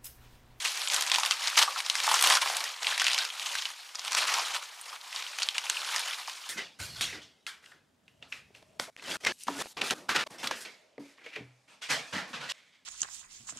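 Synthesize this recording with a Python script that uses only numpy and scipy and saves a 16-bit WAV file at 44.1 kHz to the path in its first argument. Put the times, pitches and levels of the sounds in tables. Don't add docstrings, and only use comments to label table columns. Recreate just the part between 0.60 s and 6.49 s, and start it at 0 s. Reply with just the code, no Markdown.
import sys
import numpy as np
from scipy import signal
from scipy.fft import rfft, irfft, next_fast_len
from scipy.io import wavfile

SR = 44100
rng = np.random.default_rng(int(sys.argv[2]) if len(sys.argv) > 2 else 0)


def to_wav(s):
    ch = np.atleast_2d(s).T
    pcm = np.round(np.clip(ch, -1, 1) * 32767)
    wavfile.write(sys.argv[1], SR, pcm.astype(np.int16))


N = 259749

# time in seconds, steady rustle in dB before make-up gain.
HANDLING_EFFORT = [(0.0, -33.5), (0.34, -33), (0.45, -33.5), (0.6, -32.5), (0.74, -33.5), (0.78, -34),
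                   (0.83, -30.5), (1.1, -35.5), (1.23, -39), (1.46, -27), (1.77, -23.5), (1.805, -35),
                   (1.85, -29), (2.08, -34), (2.2, -43), (2.24, -34.5), (2.36, -33), (2.45, -30),
                   (2.58, -28), (2.69, -37.5), (2.78, -39), (2.85, -37.5), (2.96, -31), (3.11, -38.5),
                   (3.16, -46), (3.2, -44), (3.31, -45), (3.335, -50), (3.37, -46.5), (3.5, -40),
                   (3.58, -27.5), (3.76, -29.5), (3.95, -33.5), (4.0, -43.5), (4.23, -48), (4.39, -52),
                   (4.5, -41.5), (4.75, -39), (4.95, -41), (5.02, -39.5), (5.12, -36.5), (5.25, -33),
                   (5.42, -33.5), (5.53, -45), (5.56, -41), (5.65, -43.5), (5.72, -39), (5.78, -42),
                   (5.89, -44.5)]
# start in seconds, length in seconds,
# rustle in dB before make-up gain.
FOLD_FLURRIES = [(0.046, 0.028, -27.5), (0.313, 0.094, -31), (0.537, 0.028, -29.5), (0.582, 0.0086, -35),
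                 (0.655, 0.011, -31.5), (0.707, 0.019, -29.5), (0.87, 0.0092, -31), (0.972, 0.053, -18),
                 (1.174, 0.027, -34.5), (1.249, 0.0054, -36), (1.36, 0.011, -37), (1.491, 0.068, -23.5),
                 (1.638, 0.083, -24), (1.816, 0.0051, -24.5), (2.224, 0.0067, -31.5), (2.266, 0.074, -30),
                 (2.396, 0.018, -28), (2.457, 0.02, -27.5), (2.58, 0.067, -36.5), (2.804, 0.026, -35),
                 (2.848, 0.027, -33.5), (3.386, 0.014, -38), (3.441, 0.04, -35), (3.509, 0.011, -33),
                 (3.568, 0.017, -25.5), (3.71, 0.037, -28.5), (3.784, 0.004, -28), (3.948, 0.021, -29.5),
                 (4.025, 0.013, -39), (4.257, 0.1, -41.5), (4.432, 0.013, -47), (4.547, 0.054, -35.5),
                 (4.785, 0.0056, -32), (4.799, 0.012, -31.5), (4.947, 0.02, -34), (5.041, 0.016, -34),
                 (5.289, 0.12, -33.5), (5.457, 0.088, -35), (5.585, 0.035, -38.5), (5.679, 0.014, -38.5)]
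FLURRY_RISE_DB_PER_S, FLURRY_FALL_DB_PER_S = 3000, 606
# frequency in Hz, relative density in dB per Hz.
PAPER_SPECTRUM = [(150, -54), (300, -28.5), (500, -16.5), (800, -6), (1000, -2.5), (1800, -5.5),
                  (3200, -2.5), (5700, -6), (10000, -15), (13000, -25.5), (15500, -26)]
# time in seconds, hollow body in dB re rustle,
# crisp treble in dB re rustle.
OPENING_COLOUR = [(0.0, -4, 1.5), (0.5, 1.5, 1.5), (0.95, -1.5, -1.5), (1.15, 3, 2.5), (1.4, -2, -0.5),
                  (1.7, 3.5, 1.5), (2.1, 0.5, -0.5), (2.45, -1.5, -4), (2.75, -1.5, -0.5), (3.052, -4, 0),
                  (3.7, 2, -2), (4.1, 1, -1), (4.35, 3, 0), (4.6, -1, -1), (5.2, 0, -1), (5.89, 0, 0.5)]
BODY_HZ, FACET_HZ, CRISP_HZ = 1000, 2900, 9100
RUSTLE_MAKEUP_DB = 7.5
TICKS_PER_S, TICK_CYCLES, TICK_DB = 500, 17, -13.5

# time in seconds, click peak in dB, facet pitch in Hz, crack in dB re click peak,
# sheet slap in dB re click peak; the sheet's range filters them afterwards.
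CREASE_SNAPS = [(0.051,-18,2660,-20,4),(.073,-42,3900,-17,-6),(.218,-21.5,4020,-16,1),(.275,-16,3280,-22,-4),(.285,-16,7260,-27,-20),(0.3006,-19.5,3020,-25,1.5),
                (.322,-24,3240,4,1),(.336,-19,3980,-3,1),(0.344,-11,6470,-5,-3),(.364,-20,3290,2,6.5),(.41,-22,3270,9,3),
                (.4232,-16.5,8400,-7,2),(0.4652,-21,7660,-16,0),(.4787,-25.5,4180,-14,4),(0.499,-25,2900,2,8),(0.5172,-12.5,3500,-29,3),(0.5384,-18.5,3000,-24,-12),(0.5436,-15,5500,-20,1),(0.549,-12,2920,-30,-6),
                (0.56,-13,3170,-21,-1.5),(0.5852,-22,2840,1,8.5),(0.5998,-16,6300,-19,-4),(0.6345,-18,3000,-20,4.5),(0.651,-25,3940,-12,10.5),
                (.661,-13,3080,-1,-17),(.7105,-17,3000,-7,8.5),(0.721,-13,2910,-16,-15),(0.821,-23,3060,-17,-16),(.8416,-21,4270,-8,-6),
                (.874,-12,4330,-23,-7),(0.881,-20.5,2100,-19,6.5),(.901,-27,3000,5,4),(0.9577,-20,2780,-20,-8),(0.9786,-13,3340,-24,3),(0.991,-9.5,3270,2,0),
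                (1.0271,-11,3000,-19,-23),(1.19,-22,4050,-20,-3),(1.204,-23.5,2370,-1,4),(1.264,-28,4000,-10,10),(1.2998,-9,3900,-17,-3),
                (1.3541,-21,2410,-17,8),(1.4025,-27.5,2930,-8,13),(1.469,-25.5,1470,7,8),(1.5425,-10.5,5440,-4,-7),(1.561,-20,1540,-10,-10),(1.593,-21,2980,-12,7),(1.612,-14,3400,4,-18),
                (1.625,-15.5,7400,6.5,6),(1.641,-14,4030,0.5,-14),(1.6473,-18,3200,-13,-13),(1.6731,-14.5,3130,7.5,3),(1.701,-17,3500,4.5,8),(1.7246,-17.5,1890,-15,6),
                (1.753,-11.5,5400,-15,-3),(1.771,-14.5,1430,-6,4),(1.819,-24,3640,-18,5),(1.875,-20,2430,-19,0),(1.9,-25.5,3070,-8,7),
                (1.969,-20,4500,4,2),(2.006,-19,4160,-17,-15),(2.0405,-19,5400,-4,0),(2.2316,-23.5,4870,-21,3.5),(2.2465,-17.5,2740,-20,-15),
                (2.2695,-10.5,2960,-29,-17),(2.2922,-29,2570,-20,-13),(2.3108,-19,3220,-18,-18),(2.324,-21,1590,-20,-4),(2.3788,-22.5,2070,-2,6),(2.3988,-14.5,3150,-23,0),
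                (2.4103,-18,3080,-24,-5),(2.4184,-14,1600,-9,3),(2.4437,-17,4970,-21,2.5),(2.452,-17,2460,-15,-5),(2.4675,-10.5,2700,-31,-1.5),
                (2.4822,-12.5,2780,-29,-1),(2.5004,-20,2350,-20,-8),(2.5162,-23.5,2680,-12,7),(2.533,-15,4650,-13,-2),(2.546,-17.5,3120,-5,2),(2.58,-16,2450,-21,1),
                (2.5872,-12,4600,-14,-23),(2.651,-21.5,4940,-8,1),(2.7026,-22.5,2970,-20,-16),(2.767,-33,2500,-13,-4),(2.797,-31,2960,-15,11),
                (2.8632,-28,2730,-12,-6),(2.9537,-24.5,1580,-16,7.5),(2.986,-20,3280,-29,-17),(2.993,-26,3400,-24,-26),(3.0548,-16,3200,-19,-10),
                (3.3496,-36.5,1340,-22,11),(3.355,-20,5060,-36,-5.5),(3.3943,-20.5,4940,-23,-14),(3.45,-28,2700,2.5,4),(3.48,-23,2970,-19,4),
                (3.521,-16.5,5700,-20,-1),(3.531,-21,5460,-20,4),(3.5497,-13,5300,-28,0.5),(3.572,-15.5,2280,-19,-12),(3.5875,-23,5450,-24,0),(3.673,-23,7000,-5,2),
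                (3.6819,-19,6100,-13,-9),(3.691,-18,2010,-20,-12),(3.741,-17,5800,-9,2.5),(3.7856,-22,2930,1,-7),(4.213,-24,9100,-14,-13),(4.3622,-33,2400,-18,-14),
                (4.4132,-31,3800,-15,-9),(4.5285,-26,2350,-18,-8),(4.562,-18,3840,-28,-24),(4.6245,-27.5,2500,-17,3),(4.666,-25,3100,-22,-22),(4.7871,-26,2530,-1,7),(4.8212,-16.5,2900,-20,-4),(4.8259,-18,4240,-25,-7),(4.8316,-12.5,4540,-12,-6),
                (4.888,-10.5,3260,-15.5,-12.5),(4.955,-38,1870,-20,9),(4.966,-39,1800,-20,-3),(4.982,-17,2800,-31,5),(5.067,-23,2570,-22,-14),
                (5.099,-13.5,6300,-3,3.5),(5.169,-23,2890,-14,-9),(5.3623,-17,4900,-7,2),(5.382,-24,3560,-13,4),(5.395,-31,2500,12,6),(5.4827,-25,2860,-6,-2),
                (5.534,-21,2420,-20,-15),(5.676,-26,4800,-24,-14),(5.6973,-30,3120,-15,5.5)]
LEAD_S = 0.0003
FACET_WIDTH = 1.35
RING_LAG_S, RING_DB, RING_WIDTH = 0.00045, -8.5, 1.1
SHIVER_DB = -25.5
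PLACE_SIDE_DB = -24.5
SHEET_LOW_HZ, SHEET_HIGH_HZ = 465, 11300

# time in seconds, peak in dB before the sheet's range
# filters it, pitch in Hz.
PANEL_POPS = [(0.516, -24, 925), (0.584, -18, 1000), (0.633, -20, 1050), (0.976, -27, 1070),
              (1.078, -21.5, 1080), (1.161, -23.5, 1300), (1.478, -14, 1000), (1.515, -16.5, 1050),
              (1.54, -16.5, 1170), (1.624, -23, 1080), (1.707, -14.5, 980), (1.86, -22, 960),
              (1.9, -21.5, 805), (3.548, -26, 1250), (3.787, -23, 1010), (4.329, -33.5, 1160),
              (5.17, -23.5, 2700), (5.362, -26, 1690), (5.476, -27, 2950), (5.482, -28, 2930),
              (5.51, -28, 3200), (5.681, -29, 1010)]
POP_HALF_WIDTH_HZ = 197

# frequency in Hz, relative density in dB per Hz.
AIR_SPECTRUM = [(30, -24), (100, -12.5), (300, -10.5), (1000, 5.5), (4000, 10.5), (15000, -3.5)]
# frequency in Hz, gain of the side's own air in dB re mid air.
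AIR_SIDE = [(40, -11), (130, -22), (300, 7), (1000, 6), (3000, -12), (14000, -54)]
AIR_DB, HUM_DB, HUM_HZ = -56, -101, 60

ROOM_T60_S, ROOM_DB, WALL_CUT_HZ = 0.22, -13.5, 54000
# frequency in Hz, side tail in dB re the direct paper.
SIDE_TAIL = [(40, -10), (120, -38), (300, -15), (700, -19), (3000, -88), (8000, -33), (14000, -10)]
# frequency in Hz, direct side in dB re mid.
DIRECT_LEAN = [(100, -61), (4000, -36), (8000, -30), (14000, -17)]
CUTOFF_HZ = 16000


def from_db(db):
    return 10 ** (np.asarray(db) / 20)


def rms_one(x):
    return x / np.sqrt(np.mean(x ** 2) + 1e-20)


def at_hz(points, hz):
    point_hz, point_db = np.transpose(points)
    return np.interp(np.log(hz), np.log(point_hz), point_db)


def colour(x, points):
    size = next_fast_len(N)
    hz = np.maximum(np.arange(size // 2 + 1) * SR / size, 1)
    return irfft(rfft(x, size) * from_db(at_hz(points, hz)), size)[:N]


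def band(x, low_hz, high_hz, order=2):
    edges = [low_hz, min(high_hz, SR / 2.2)]
    return signal.sosfilt(signal.butter(order, edges, "band", fs=SR, output="sos"), x)


def drift(rate_hz):
    r = np.exp(-2 * np.pi * rate_hz * 20 / SR)
    noise = rng.standard_normal(N // 20 + 2002)
    slow = signal.lfilter([1], [1, -2 * r, r * r], noise)[2000:]
    return np.interp(np.arange(N) / 20, np.arange(len(slow)), rms_one(slow))


def random_clicks(per_s, spread_db):
    sizes = from_db(spread_db * np.minimum(rng.exponential(1, N), 3.5))
    signs = rng.choice([-1, 1], N)
    return rms_one(sizes * signs * (rng.random(N) < per_s / SR))


def shivering(clicks, noise, t60, level_db):
    power = signal.lfilter([0, 1], [1, -from_db(-120 / (t60 * SR))], clicks ** 2)
    return clicks + from_db(level_db) * np.sqrt(power) * noise


def flutter(noise, t60, level_db):
    shiver = from_db(level_db - 60 * np.arange(len(noise)) / (t60 * SR)) * noise
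    return np.concatenate([[1], shiver[1:]])


def add(out, s, peak_db, sound, place=1):
    at = round((s - LEAD_S) * SR)
    out[..., at:at + len(sound)] += from_db(peak_db) * place * sound / np.abs(sound).max()


def effort():
    t = np.arange(0, N, 20) / SR
    power = from_db(2 * np.interp(t, *np.transpose(HANDLING_EFFORT)))
    for s, length, level_db in FOLD_FLURRIES:
        before_s = np.maximum(s - t, 0)
        after_s = np.maximum(t - s - length, 0)
        below_db = FLURRY_RISE_DB_PER_S * before_s + FLURRY_FALL_DB_PER_S * after_s
        power = power + from_db(2 * (level_db - below_db))
    return np.interp(np.arange(N) / SR, t, 10 * np.log10(power))


def ticks(level_db):
    clicks, dealt = random_clicks(TICKS_PER_S, spread_db=4.0), rng.integers(0, 24, N)
    out = 0
    for k, hz in enumerate(np.geomspace(1300, 10500, 24)):
        r, turn = from_db(-60 * hz / (TICK_CYCLES * SR)), 2 * np.pi * hz / SR
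        blows = clicks * (dealt == k) + 1e-18
        ring = signal.lfilter([np.sin(turn)], [1, -2 * r * np.cos(turn), r * r], blows)
        out = out + from_db(at_hz(PAPER_SPECTRUM, hz)) * np.sqrt(hz) * ring
    return from_db(TICK_DB + level_db) * rms_one(band(out, 610, 10500, order=3))


def rustle():
    rustle_db, (s, body_db, crisp_db) = effort(), np.transpose(OPENING_COLOUR)
    clump = drift(90.0)
    hiss = rng.standard_normal((2, N))
    wide = random_clicks(500 * from_db(4.6 * clump), spread_db=6.5)
    edges = 140 * 2 ** (np.arange(22) / 3)
    out = 0
    for k, (low, high) in enumerate(zip(edges, edges[1:])):
        hz = np.sqrt(low * high)
        if k % 3 == 0:
            small = random_clicks((100 + 0.031 * hz) * from_db(2.8 * clump), spread_db=0.5)
        clicks = from_db(-13.5) * wide + from_db(-10.5) * small
        crackle = shivering(clicks, hiss[k % 2], t60=0.036, level_db=-19.5)
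        grains = crackle + from_db(-8.5 + 1.8 * clump) * hiss[k % 2]
        body = at_hz([(BODY_HZ, 1), (FACET_HZ, 0)], hz)
        crisp = at_hz([(FACET_HZ, 0), (CRISP_HZ, 1)], hz)
        bend = np.interp(np.arange(N) / SR, s, body * body_db + crisp * crisp_db)
        level_db = rustle_db + bend + at_hz(PAPER_SPECTRUM, hz)
        out = out + from_db(level_db + 1.94 * drift(26.4)) * band(grains, low, high)
    return from_db(RUSTLE_MAKEUP_DB) * out + ticks(rustle_db)


def air():
    return from_db(AIR_DB + 2.0 * drift(12.0)) * rms_one(colour(rng.standard_normal(N), AIR_SPECTRUM))


def hum():
    return from_db(HUM_DB + 4.3 * drift(4.2)) * np.sin(2 * np.pi * HUM_HZ * np.arange(N) / SR)


def snaps():
    out, noises = np.zeros((2, N + 2000)), rng.standard_normal((len(CREASE_SNAPS), 2000))
    for (s, peak_db, facet_hz, crack_db, slap_db), noise in zip(CREASE_SNAPS, noises):
        sign = np.sign(noise[0])
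        blow = sign * flutter(noise, t60=0.014, level_db=SHIVER_DB)
        ring = flutter(noise[::-1], t60=0.026, level_db=-7.0)
        slap = sign * flutter(noise[::-1], t60=0.027, level_db=-17.0)
        crack = flutter(noise, t60=0.0099, level_db=-11.0)
        place = np.array([[1], [from_db(PLACE_SIDE_DB) * noise[1000]]])
        click = band(blow, facet_hz / FACET_WIDTH, facet_hz * FACET_WIDTH)
        ring = band(ring, facet_hz / RING_WIDTH, facet_hz * RING_WIDTH)
        add(out, s, peak_db, click, place)
        add(out, s + RING_LAG_S, peak_db + RING_DB, ring, place)
        add(out, s, peak_db + slap_db, band(slap, 1190, 6180), place)
        add(out, s, peak_db + crack_db, band(crack, 6000, 12300, order=3), place)
    return band(out[:, :N], SHEET_LOW_HZ, SHEET_HIGH_HZ)


def panel_pops():
    out, noises = np.zeros(N + 2000), rng.standard_normal((len(PANEL_POPS), 2000))
    for (s, peak_db, panel_hz), noise in zip(PANEL_POPS, noises):
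        blow = np.sign(noise[0]) * flutter(noise, t60=0.08, level_db=-26.5)
        add(out, s, peak_db, band(blow, panel_hz - POP_HALF_WIDTH_HZ, panel_hz + POP_HALF_WIDTH_HZ))
    return band(out[:N], SHEET_LOW_HZ, SHEET_HIGH_HZ)


def room(x):
    t = np.arange(SR // 2) / SR
    tails = rng.standard_normal((2, len(t))) * from_db(-60 * t / ROOM_T60_S) * (t > 0.004)
    tails = signal.lfilter([1], [1, -np.exp(-2 * np.pi * WALL_CUT_HZ / SR)], tails)
    tails = tails / np.sqrt(np.sum(tails ** 2, axis=1, keepdims=True))
    return signal.fftconvolve(x[None], tails, axes=1)[:, :N]


def scene():
    creases, creases_side = snaps()
    paper = rustle() + creases + panel_pops()
    tail, other_tail = room(paper)
    mid = paper + from_db(ROOM_DB) * tail + air() + hum()
    paper_side = creases_side + colour(paper, DIRECT_LEAN)
    side = paper_side + colour(other_tail, SIDE_TAIL) + colour(air(), AIR_SIDE)
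    return np.array([mid + side, mid - side])


def record(dry):
    return signal.sosfilt(signal.cheby2(14, 60, CUTOFF_HZ, fs=SR, output="sos"), dry)


dry = scene()
out = record(dry)
to_wav(out)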